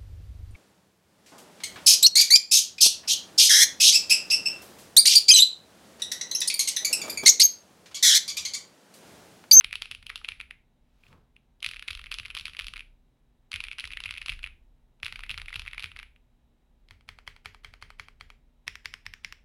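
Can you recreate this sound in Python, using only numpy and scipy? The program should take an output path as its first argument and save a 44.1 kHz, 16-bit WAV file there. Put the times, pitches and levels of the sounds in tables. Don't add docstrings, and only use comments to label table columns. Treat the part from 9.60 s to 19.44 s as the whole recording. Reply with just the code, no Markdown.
import sys
import numpy as np
from scipy import signal
from scipy.fft import rfft, irfft
from scipy.io import wavfile
from scipy.ndimage import uniform_filter1d

SR = 44100
rng = np.random.default_rng(int(sys.argv[2]) if len(sys.argv) > 2 else 0)


def persist_wave(psi):
    counts = np.round(np.clip(psi, -1, 1) * 32767).astype(np.int16)
    wavfile.write(sys.argv[1], SR, np.atleast_2d(counts).T)


N = 433944
TIME = np.arange(N) / SR


def amp(db):
    return np.exp(np.asarray(db) * np.log(10) / 20)


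def add(track, s, sound):
    i = int(round(s * SR))
    sound = sound[max(-i, 0):max(N - i, 0)]
    track[max(i, 0):max(i, 0) + len(sound)] += sound


def coloured(x, points):
    hz, db = np.transpose(points)
    f = np.maximum(np.fft.rfftfreq(len(x), 1 / SR), 1)
    gain = amp(np.interp(np.log(f), np.log(hz), db))
    return irfft(rfft(x) * gain, len(x))


def noise(points, size=N):
    y = coloured(rng.standard_normal(size), points)
    return y / y.std()


def unit(y):
    return y / np.sqrt(np.sum(y ** 2))


def ring(modes, scatter, size=11025):
    t = np.arange(size) / SR
    hz, db, t60 = np.transpose(modes)[:, :, None]
    pitch = hz * (1 + scatter * rng.standard_normal(hz.shape))
    return np.sum(amp(db - 60 * t / t60) * np.sin(2 * np.pi * pitch * t), axis=0)


# hz, level_db (relative)
AIR_SPECTRUM = [(15, -31), (25, -1), (59, -1.5), (87, -17.5), (123, -13), (206, -16), (242, -17.5),
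                (545, -24.5), (887, -26), (1160, -32.5), (3820, -37.5), (4490, -43.5), (16000, -50)]
# hz, level_db (rms)
HUM_TONES = [(120, -83.5), (140, -80.5), (241, -79.5), (603, -94), (3881, -96.5)]


def background(air_db, hum_db):
    hum = 0
    for hz, db in HUM_TONES:
        wander = np.cumsum(rng.standard_normal(N)) * .015
        hum = hum + np.sqrt(2) * amp(db) * np.sin(2 * np.pi * hz * TIME + wander)
    return amp(air_db) * noise(AIR_SPECTRUM) + amp(hum_db) * hum


# hz, level_db (relative)
FINGERTIP_SPECTRUM = [(500, -6.5), (1500, 0.5), (2600, 5), (4800, -6.5), (7000, -17), (10500, -11),
                      (15000, -45.5)]


def scuff(travel_s):
    window = np.hanning(int(travel_s * SR))
    return unit(noise(FINGERTIP_SPECTRUM, size=len(window)) * window)


LEAD_IN_S = .001
PART_PITCHES = [1300, 2500, 4500, 10000]


def clack(modes, stroke, spread, blur, size=1024):
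    level_db, cap_hz, plate_db, edge_db, ping_db = stroke
    f = np.maximum(np.fft.rfftfreq(size, 1 / SR), 1)
    t = np.arange(size) / SR
    body = 0
    for k, (hz, width, db) in enumerate(modes):
        lag = 0
        if k == 2:
            hz = cap_hz
        elif hz < 6000:
            hz = hz * (1 + spread * rng.standard_normal())
        else:
            lag = rng.uniform(0, .0007)
        mode = amp(db) / (1 + 1j * (f ** 2 - hz ** 2) / (f * width * blur)) ** 2
        body = body + (-1) ** k * mode * np.exp(-2j * np.pi * f * lag)
    crack = amp(-42) * rfft(unit(rng.standard_normal(size) * amp(-60 * t / .008)))
    colour_db = np.interp(np.log(f), np.log(PART_PITCHES), [plate_db, 0, edge_db, ping_db])
    sound = irfft((body + crack) * amp(level_db + colour_db))
    sound = np.roll(sound, int(LEAD_IN_S * SR))
    edge_fade = np.minimum(1, np.minimum(t, t[::-1]) / .0005)
    return sound * edge_fade


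def chatter(sound, rattle_db):
    t = np.arange(len(sound)) / SR
    rattle = amp(rattle_db) * unit(rng.standard_normal(len(t)) * amp(-60 * t / .013))
    return sound + signal.fftconvolve(sound, rattle)[:len(t)]


def room(sound, decay):
    return signal.fftconvolve(sound, decay * rng.standard_normal(len(decay)))


# pitch_hz, level_db (relative), t60_s
CASE_RING = [(421, -2, 0.21), (507, -8, 0.11)]
# hz, level_db
ROOM_SPECTRUM = [(300, 1.7), (800, -2.7), (1400, 0.75), (2500, -0.35), (4000, -1), (7000, 1.1),
                 (10000, 0.9), (15000, -1)]


def keys(clacks, modes, spread, rattle_db, travel_s, gain_db, lead_db, touch_db, case_db, wet_db,
         room_t60, room_blur):
    dry, wet, t = np.zeros(N), np.zeros(N), TIME[:SR // 4]
    decay = unit((1 - np.exp(-t / 0.0017)) * amp(-60 * t / room_t60))
    case = ring(CASE_RING, scatter=0)
    for s, *stroke in clacks:
        level_db, _, plate_db = stroke[:3]
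        start = s - LEAD_IN_S
        sound = chatter(clack(modes, stroke, spread, blur=0.88), rattle_db)
        scuff_db = level_db + touch_db + 2 * rng.standard_normal()
        add(dry, s - travel_s, amp(scuff_db) * scuff(travel_s))
        add(dry, start - .0015, amp(lead_db) * sound)
        add(dry, start, sound)
        add(dry, s, amp(level_db + plate_db + case_db) * case)
        add(wet, start, room(clack(modes, stroke, spread, blur=room_blur), decay))
    return amp(gain_db) * (dry + amp(wet_db) * coloured(wet, ROOM_SPECTRUM))


JOG_ABOVE_DB, JOG_CHANCE, JOG_MID_DELAY_S = -0.5, .6, .007
JOG_LEVEL_DB, JOG_HARDNESS_DB = -14, 7
# start_s, level_db (relative), keycap pitch_hz, plate_db, contact hardness_db
KEY_BLOWS = [(0.0096, -3.5, 2460, 5.5, 3.5), (0.045, 8, 2410, -8.5, 1.5), (0.11, -5.5, 2450, -8, -7.5),
             (0.1285, 6.5, 2260, -8.5, 0.5), (0.1389, -9, 2440, 8, -2), (0.1553, 4.5, 2630, -6, 4),
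             (0.221, 6.5, 2480, -3.5, 5), (0.2567, -3.5, 2700, -5, 0.5), (0.3132, 1.5, 2670, -3.5, 6.5),
             (0.3204, -3, 2450, -5, -3), (0.3491, -4.0, 2720, -8, 3.5), (0.4271, -12, 2580, -1.5, 2),
             (0.4299, -18, 2516, -3, -2), (0.4667, 1, 2770, -15, 0), (0.4954, -0.5, 2220, -9.5, -1),
             (0.4996, -1, 2200, 2, -3), (0.5013, -3.5, 2240, 10, 1.5), (0.5578, 4, 2840, -4.5, 4.5),
             (0.5774, -12, 2270, -9.5, 5.5), (0.6149, -22, 2630, 20, 5.5), (0.6466, 4, 2530, -8.5, -6),
             (0.6874, 7.5, 2360, -5.5, 1), (0.7083, -22.5, 2330, -1.5, 1.5), (0.7197, -1, 2290, -9, -6.5),
             (0.8018, 1.5, 2430, -4, -7), (0.8117, -2, 2340, -6, -1.5), (0.9094, 0, 2160, -9, -12),
             (1.4366, -17.5, 2530, -10, -12), (1.4666, -19.5, 2650, -5, -8), (1.5284, -24.0, 2470, 13, 4),
             (1.7649, -16.5, 2620, -8, -8), (2.0045, -25.5, 2640, 0, 13), (2.0237, -23, 2790, 1, 2.5),
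             (2.028, 6, 2560, -7.5, 1.5), (2.0423, -5.5, 2890, 6.5, 8), (2.0455, 6, 2358, -9, 2),
             (2.048, -6, 2967, -5.5, 5.5), (2.063, 6.5, 2435, -5, 7), (2.0893, -3, 2790, -1, 10.5),
             (2.1128, -1.5, 2560, -3.5, 5.5), (2.1354, -5, 2200, -4, -2), (2.1436, -12, 2530, 10, 7),
             (2.1617, -6.5, 2670, 2, -4), (2.1672, -4.5, 2490, -7, -2), (2.1948, -4, 2490, -5, 2.5),
             (2.2251, -2, 2420, 1.5, 3), (2.2802, 0.5, 2550, -2, 6), (2.2841, 3.5, 2303, -2, 0),
             (2.3056, -1, 2690, 2, 7.5), (2.3089, 1.5, 2538, -9, 6.5), (2.3308, -5, 2730, -3, 6.5),
             (2.351, -4.5, 2670, 0, 8), (2.3741, -8, 2460, -1, 4), (2.3926, -7, 2500, -1.5, -1),
             (2.3948, -12.5, 2624, 10, 4), (2.415, -8, 2750, -1.5, -1), (2.441, -8.5, 2190, -1.5, 6),
             (2.46, -11, 2410, 1, 0.5), (2.4672, -3.5, 2450, -4, -8.5), (2.5133, -10, 2793, -6, 3),
             (2.5163, 3.5, 2550, 1, 5), (2.524, 2, 2477, -7, 2), (2.5415, -0.5, 2950, -3, 12),
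             (2.5469, -1.5, 2686, 0, -1), (2.5859, 0, 2700, 0, 8.5), (2.5983, -0.5, 2580, -1.5, 5),
             (2.632, -8.0, 2350, -5.5, -7), (2.651, -9.5, 2394, -3, 3), (2.6558, -0.5, 2270, -9, -6),
             (2.6609, -5, 2844, 0.5, 3), (2.6823, -14.5, 2380, 4, 7), (2.703, -1, 2698, -3, -4.5),
             (2.7098, -4, 2530, -2, -5), (2.7501, 5, 2620, -4.5, 2.5), (2.768, -1.5, 2900, 7.5, 7.5),
             (2.774, 4.5, 2410, -9.5, -1), (2.787, -9.0, 2940, 1.5, 15), (2.797, -3.5, 2730, -1, 7),
             (2.8102, -4.5, 2750, -1, 8), (2.8551, 2, 2527, -3, 7.5), (2.8628, -10, 2570, -2, 5.5),
             (2.8682, -1.5, 2490, -8, -8), (2.881, -3.5, 2790, 5, 1.5), (2.8963, -7, 2597, -4, -1),
             (2.9343, -12.5, 2520, -1.5, 4), (2.949, -7, 2250, 0, -3), (2.9681, -2, 2450, -6, 0),
             (2.9915, 4.5, 2550, -7.5, 2.5), (2.9976, 5, 2310, -5.5, -1), (3.0096, -5.5, 2624, 3, 7),
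             (3.02, -8, 2864, -0.5, 8.5), (3.044, -3.5, 2620, -4, 4), (3.0683, -2.5, 2860, -0.5, 10),
             (3.0832, -2.5, 2520, -3, 5), (3.1372, -0.5, 2720, 2.5, -2), (3.1597, -5, 2330, -3, -3),
             (3.1638, -6, 2470, -2, -6), (3.1676, -4.0, 2260, -4, -1), (3.1783, -9.5, 2530, 3, 4),
             (3.194, -4.5, 2450, -8, -2), (3.2065, -6, 2510, -2, -2.5), (3.9173, -0.5, 2720, 2, 8.5),
             (3.9304, 2.5, 2290, -6.5, 1.5), (3.9404, 8, 2410, -7, -4), (3.9537, -4.0, 2500, -8, -0.5),
             (3.9597, 6.5, 2400, -7.5, 0), (4.004, 2, 2574, -2.5, 1), (4.039, 4.5, 2480, -6.5, 0),
             (4.051, -3, 2390, -8, -12.5), (4.0687, -8, 2370, -8, -2.5), (4.0843, 0.5, 2580, -8, -6),
             (4.1143, 3, 2350, -8, -8), (4.1307, -4.5, 2390, -5, -3), (4.1843, 0, 2833, 1, 5),
             (4.19, 8, 2540, -6, -14), (4.1975, 1.5, 2570, -8, 7.5), (4.2057, 0.5, 2533, -9, 2.5),
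             (4.2412, 4, 2200, -9, -7.5), (4.2537, -3.5, 2540, -2, 7), (4.2749, -6.5, 2730, 4.5, 7),
             (4.3058, -3, 2450, -7, -12), (4.317, -4, 2450, -2, -3), (4.3235, -5.5, 2440, -7, 1),
             (4.3346, 1.5, 2420, -11, -4.5), (4.372, 7.0, 2160, -11, -9), (4.4036, -1, 2680, 1, 6),
             (4.4381, 0.5, 2570, -5, 2.5), (4.4581, 5.5, 2480, -7.5, -5), (4.461, -1, 2560, -4.5, 1.5),
             (4.4804, -2, 2420, -12.5, -15), (4.4913, -0.5, 2260, -7, -7), (4.509, 2.5, 2500, -3, 2),
             (4.5244, -9, 2560, 3, 0.5), (4.5397, -4.5, 2350, -2.5, 1), (4.5523, -4, 2470, -11, -9),
             (4.5644, -5, 2450, -7, -12), (4.5746, -3.5, 2480, -6.5, -2), (4.5801, 0.5, 2600, -11, -4),
             (4.616, -1, 2414, -5.5, -2), (4.6187, 1.5, 2340, -8.5, -8), (4.6608, 0, 2790, 1.5, 8.5),
             (4.6834, 4.5, 2530, -3, 0.5), (4.6941, 8.5, 2480, -13, -4), (4.698, 4, 2530, -8.5, 2.5),
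             (4.7204, -1.5, 2550, -4, -2), (4.7269, 0, 2290, -7, -8), (4.7917, -11, 2440, 4.5, 0.5),
             (4.8307, -1.5, 2490, -6.5, -3.5), (4.8414, 8.5, 2620, -10.5, -19),
             (4.8628, -3, 2250, -3.5, -6), (4.8729, -7.5, 2290, 0, -1.5), (5.401, -29, 2600, 5.5, 4),
             (5.4312, 5.0, 2460, -0.5, -5), (5.4472, 1.5, 2600, -16, 3.5), (5.458, 3.5, 2400, -6, -6),
             (5.464, 2.5, 2500, 1.5, 7), (5.4811, -0.5, 2370, -3.5, -3), (5.5248, -2.5, 2350, 3, 5),
             (5.558, -3.5, 2350, 0, -5), (5.5594, -5.5, 2590, 0, 5), (5.5924, -11.5, 2460, 14, 8),
             (5.6061, -8.5, 2540, -0.5, 3.5), (5.636, 3, 2330, -5, -9.5), (5.6642, -16, 2260, 4, 5),
             (5.6947, 2.5, 2630, -5.5, -1.5), (5.6997, -3.5, 2510, -3, -16), (5.705, 2, 2610, -4.5, 2),
             (5.7128, 2.5, 2440, -3, 5.5), (5.7426, -2.5, 2380, -2, -3), (5.7774, -5, 2490, 7.5, 10.5),
             (5.7825, -1, 2400, 1.5, -1), (5.7988, -5, 2370, -3.5, -1), (5.817, -6, 2510, 5.5, 5.5),
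             (5.8591, -10.5, 2560, -1, 2), (5.883, 2, 2300, -7.5, -4), (5.8872, -7, 2200, -7, -15),
             (5.9047, -12.5, 2260, 6.5, 1), (5.9285, 2, 2280, -3, -7.5), (5.9422, -3.5, 2680, 3, 3),
             (5.9574, 2.5, 2600, -11.5, 1), (5.961, -2, 2540, 4, 7), (5.9952, 0, 2650, 1.5, 6),
             (6.019, -6, 2590, 2.5, 3), (6.0519, -11.5, 2190, 3, -1), (6.0628, -7, 2520, 4, -6),
             (6.0721, -5.5, 2470, -1, -5.5), (6.0785, 1.5, 2300, -8.5, -7), (6.1125, -9, 2580, -1, -2),
             (6.133, 1.5, 2230, -5.5, -7), (6.1463, -11.5, 2400, 7, 4), (6.1801, 3.5, 2300, -3, -4),
             (6.1954, 0, 2430, 0, 4), (6.2044, -7, 2740, 1, 7), (6.2251, -1, 2670, -4.5, 2.5),
             (6.2349, -4.5, 2550, -1, 3), (6.242, 6.5, 2330, -6, -1), (6.2584, -9, 2350, 3, 5),
             (6.317, -8.5, 2610, 1, -5), (6.3633, -6, 2300, 2, -7), (6.37, -16.5, 2460, 9.5, 11),
             (6.3902, -0.5, 2260, -4.5, -2.5), (6.3984, -9, 2320, 6, 0), (6.4295, -2.5, 2350, -4.5, -5),
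             (6.5618, -20.5, 2530, -4, -11), (7.2866, -28.5, 2300, 5, 14)]
# level_db at hardness 0, slope (dB per dB of hardness)
HARDNESS_COLOUR = [(-4.5, 1.09), (-4, 0.6)]


def run_strokes():
    base_db, slope = np.transpose(HARDNESS_COLOUR)
    jog_colour = base_db + slope * JOG_HARDNESS_DB
    strokes, chance = [], rng.random((len(KEY_BLOWS), 2))
    for (s, level_db, cap_hz, plate_db, hard_db), (luck, wait) in zip(KEY_BLOWS, chance):
        strokes.append((s, level_db, cap_hz, plate_db, *(base_db + slope * hard_db)))
        if level_db > JOG_ABOVE_DB and luck < JOG_CHANCE:
            tick_s = s + JOG_MID_DELAY_S * (.5 + wait)
            strokes.append((tick_s, JOG_LEVEL_DB, cap_hz, 0, *jog_colour))
    return strokes


# pitch_hz, width_hz (before blur), level_db (relative)
LETTER_RESONANCES = [(1373, 926, -10.5), (2550, 1000, 1.5), (3483, 1850, -5.5), (4530, 2580, -11),
                     (8900, 3600, -26.5)]
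# start_s, knock pitch_hz, knock level_db, ping pitch_hz, ping width_hz, ping level_db
RUNS = [(0, 853, -21.5, 10200, 1395, -14.5), (1.9, 1020, -25.5, 10280, 1400, -15),
        (3.7, 925, -23.5, 10050, 1200, -14.5), (5.2, 821, -21, 10420, 1503, -16.5)]
KNOCK_WIDTH_HZ = 480


def letter_keys():
    strokes = run_strokes()
    later_starts = [run[0] for run in RUNS[1:]]
    run_of = np.searchsorted(later_starts, [stroke[0] for stroke in strokes])
    out = np.zeros(N)
    for k, (_, knock_hz, knock_db, *ping) in enumerate(RUNS):
        in_run = [stroke for stroke, r in zip(strokes, run_of) if r == k]
        modes = [(knock_hz, KNOCK_WIDTH_HZ, knock_db), *LETTER_RESONANCES, ping]
        out += keys(in_run, modes, spread=0.028, rattle_db=-4.5, travel_s=.006, gain_db=-0.94,
                    lead_db=-19.0, touch_db=-33.5, case_db=-68.5, wet_db=-9.5, room_t60=.29, room_blur=0.91)
    return out


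# start_s, thud level_db, following sway level_db
DESK_PUSHES = [(0.043, -55, -59), (0.157, -59, -68.5), (0.312, -57.5, -56.5), (0.43, -59.5, -66.5),
               (0.687, -56, -60), (2.065, -52, -61.5), (2.284, -54.5, -47.5), (2.598, -51.5, -54),
               (2.811, -52, -58.5), (2.992, -59.5, -53), (3.07, -53.5, -60.5), (3.94, -50, -56),
               (4.242, -50, -52), (4.458, -49, -52.5), (4.695, -48.5, -49), (4.842, -64, -68),
               (5.433, -53, -51.5), (5.524, -53, -54), (5.705, -47.5, -51), (5.778, -53, -58),
               (5.958, -47.5, -50.5), (6.243, -49, -55)]
# pitch_hz, level_db (relative), t60_s
DESK_RING = [(33, -2, 0.27), (62.9, -11, .13), (83.5, 1, 0.33), (109, -14, 0.017), (185, -15, 0.12)]
TAP_THUD_DB, TAP_SWAY_DB = -55, -8.5
SWAY_RISE_S, SWAY_T60_S, SWAY_REST_DB = 0.051, 1.2, -67.5


def desk(ring_gain_db, bump_gain_db, bump_t60, sway_gain_db):
    out, t, slow = np.zeros(N), TIME[:SR // 4], TIME[:2 * SR]
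    sway_power = np.full(N, amp(SWAY_REST_DB) ** 2)
    rocking = (1 - np.exp(-slow / SWAY_RISE_S)) * amp(sway_gain_db - 60 * slow / SWAY_T60_S)
    bump_shape = (1 - np.exp(-t / 0.0044)) * amp(bump_gain_db - 60 * t / bump_t60)
    taps = DULL_KEY_TAPS + BRIGHT_KEY_TAPS
    tap_pushes = [(tap[0], TAP_THUD_DB, TAP_THUD_DB + TAP_SWAY_DB) for tap in taps]
    for s, thud_db, rock_db in list(DESK_PUSHES) + tap_pushes:
        bump = noise([(30, -19.0), (70, 2.5), (115, -3.0), (160, -9.5), (260, -25.5), (600, -48.5)],
                     size=len(t))
        add(out, s, amp(thud_db) * bump * bump_shape)
        add(out, s, amp(thud_db + ring_gain_db) * ring(DESK_RING, scatter=0.02))
        add(sway_power, s, (amp(rock_db) * rocking) ** 2)
    sway = noise([(15, -29.5), (26, -11.0), (32, -7), (40, -15.5), (60, -19.5), (150, -43.0), (400, -76.5)])
    return out + sway * np.sqrt(sway_power)


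def swell(peak_s, peak_db, rise, fall):
    return amp(peak_db - np.maximum(rise * (peak_s - TIME), fall * (TIME - peak_s)))


# hz, level_db (relative)
SKIN_SPECTRUM = [(500, -19), (1500, -3), (3000, -1.5), (5000, -7), (8000, -15), (15000, -18)]
RUB_SPECTRUM = [(60, -0.5), (130, 4.5), (250, -7), (600, -14), (1200, -13.5), (2200, -30.5), (5000, -51)]
# peak level_db, rise (dB per s), fall (dB per s)
HISS_SWELL = (-65.5, 100, 140)
RUB_SWELL = (-56, 130, 150)
HISS_PEAK_S, RUB_PEAK_S = 1.49, 1.55


def hand(hiss_gain_db, rub_gain_db):
    grip = uniform_filter1d(rng.standard_normal(N), size=300)
    grip_db = 1.2 * grip / grip.std()
    hiss = noise(SKIN_SPECTRUM) * amp(hiss_gain_db) * swell(HISS_PEAK_S, *HISS_SWELL)
    rub = noise(RUB_SPECTRUM) * amp(rub_gain_db) * swell(RUB_PEAK_S, *RUB_SWELL)
    return (hiss + rub) * amp(grip_db)


def tap_strokes(taps, touch):
    down, up = touch
    strokes = []
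    for press_s, release_s, press_db, release_db in taps:
        strokes.append((press_s, press_db, *down))
        strokes.append((release_s, release_db, *up))
    return strokes


# press_s, release_s, press level_db, release level_db
DULL_KEY_TAPS = [(7.309, 7.409, -9, -27), (7.4895, 7.5873, -2.5, -14), (7.6765, 7.7637, 0.5, -16),
                 (7.858, 7.9464, 2, -13), (8.0463, 8.1383, -1.5, -12), (8.2247, 8.3038, -2, -11),
                 (8.3969, 8.4844, 0.5, -14), (8.6098, 8.7023, -4.5, -12.5)]
# keycap pitch_hz, plate_db, hard edge_db, switch ping_db
DULL_KEY_TOUCH = [(2165, 1, 1, 0), (2300, 6, 2, 1.5)]
# pitch_hz, width_hz (before blur), level_db (relative)
DULL_RESONANCES = [(980, 1950, -12), (1300, 910, -3), (2200, 535, 4), (3203, 450, -2.5), (4260, 970, -6.5),
                   (4830, 6600, -24.5), (9150, 3900, -24.5)]


def dull_key():
    return keys(tap_strokes(DULL_KEY_TAPS, DULL_KEY_TOUCH), DULL_RESONANCES, spread=0.0086, rattle_db=-4.5,
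                travel_s=0.014, gain_db=-1.5, lead_db=-24, touch_db=-31.5, case_db=-59.5, wet_db=-12.5,
                room_t60=0.27, room_blur=1.6)


# press_s, release_s, press level_db, release level_db
BRIGHT_KEY_TAPS = [(9.0791, 9.155, 7.8, -6.5), (9.2572, 9.3394, 5.5, -3.5), (9.4647, 9.5374, 0.65, -6.5),
                   (9.647, 9.7246, 3.9, -6)]
# keycap pitch_hz, plate_db, hard edge_db, switch ping_db
BRIGHT_KEY_TOUCH = [(2190, 1, 3, -7), (2440, 7.5, 4.5, -2)]
# pitch_hz, width_hz (before blur), level_db (relative)
BRIGHT_RESONANCES = [(1064, 500, -15), (1775, 940, -6.5), (2350, 1110, 0.5), (3610, 1600, -16.5),
                     (5330, 1060, -8), (7760, 5700, -22), (11700, 5415, -24)]


def bright_key():
    return keys(tap_strokes(BRIGHT_KEY_TAPS, BRIGHT_KEY_TOUCH), BRIGHT_RESONANCES, spread=0.015,
                rattle_db=-6.5, travel_s=0.014, gain_db=0.5, lead_db=-21, touch_db=-35.0, case_db=-71.5,
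                wet_db=-12.5, room_t60=0.32, room_blur=1.07)


def scene():
    air = background(air_db=-67, hum_db=0.5)
    letters = letter_keys()
    thuds = desk(ring_gain_db=0.5, bump_gain_db=-0.5, bump_t60=0.28, sway_gain_db=9)
    slide = hand(hiss_gain_db=-1.5, rub_gain_db=1.0)
    return (air + letters + thuds + slide + dull_key() + bright_key())[None]


def record(dry):
    return signal.sosfilt(signal.ellip(8, .2, 70, 16000, fs=SR, output="sos"), dry)


dry = scene()
out = record(dry)
persist_wave(out)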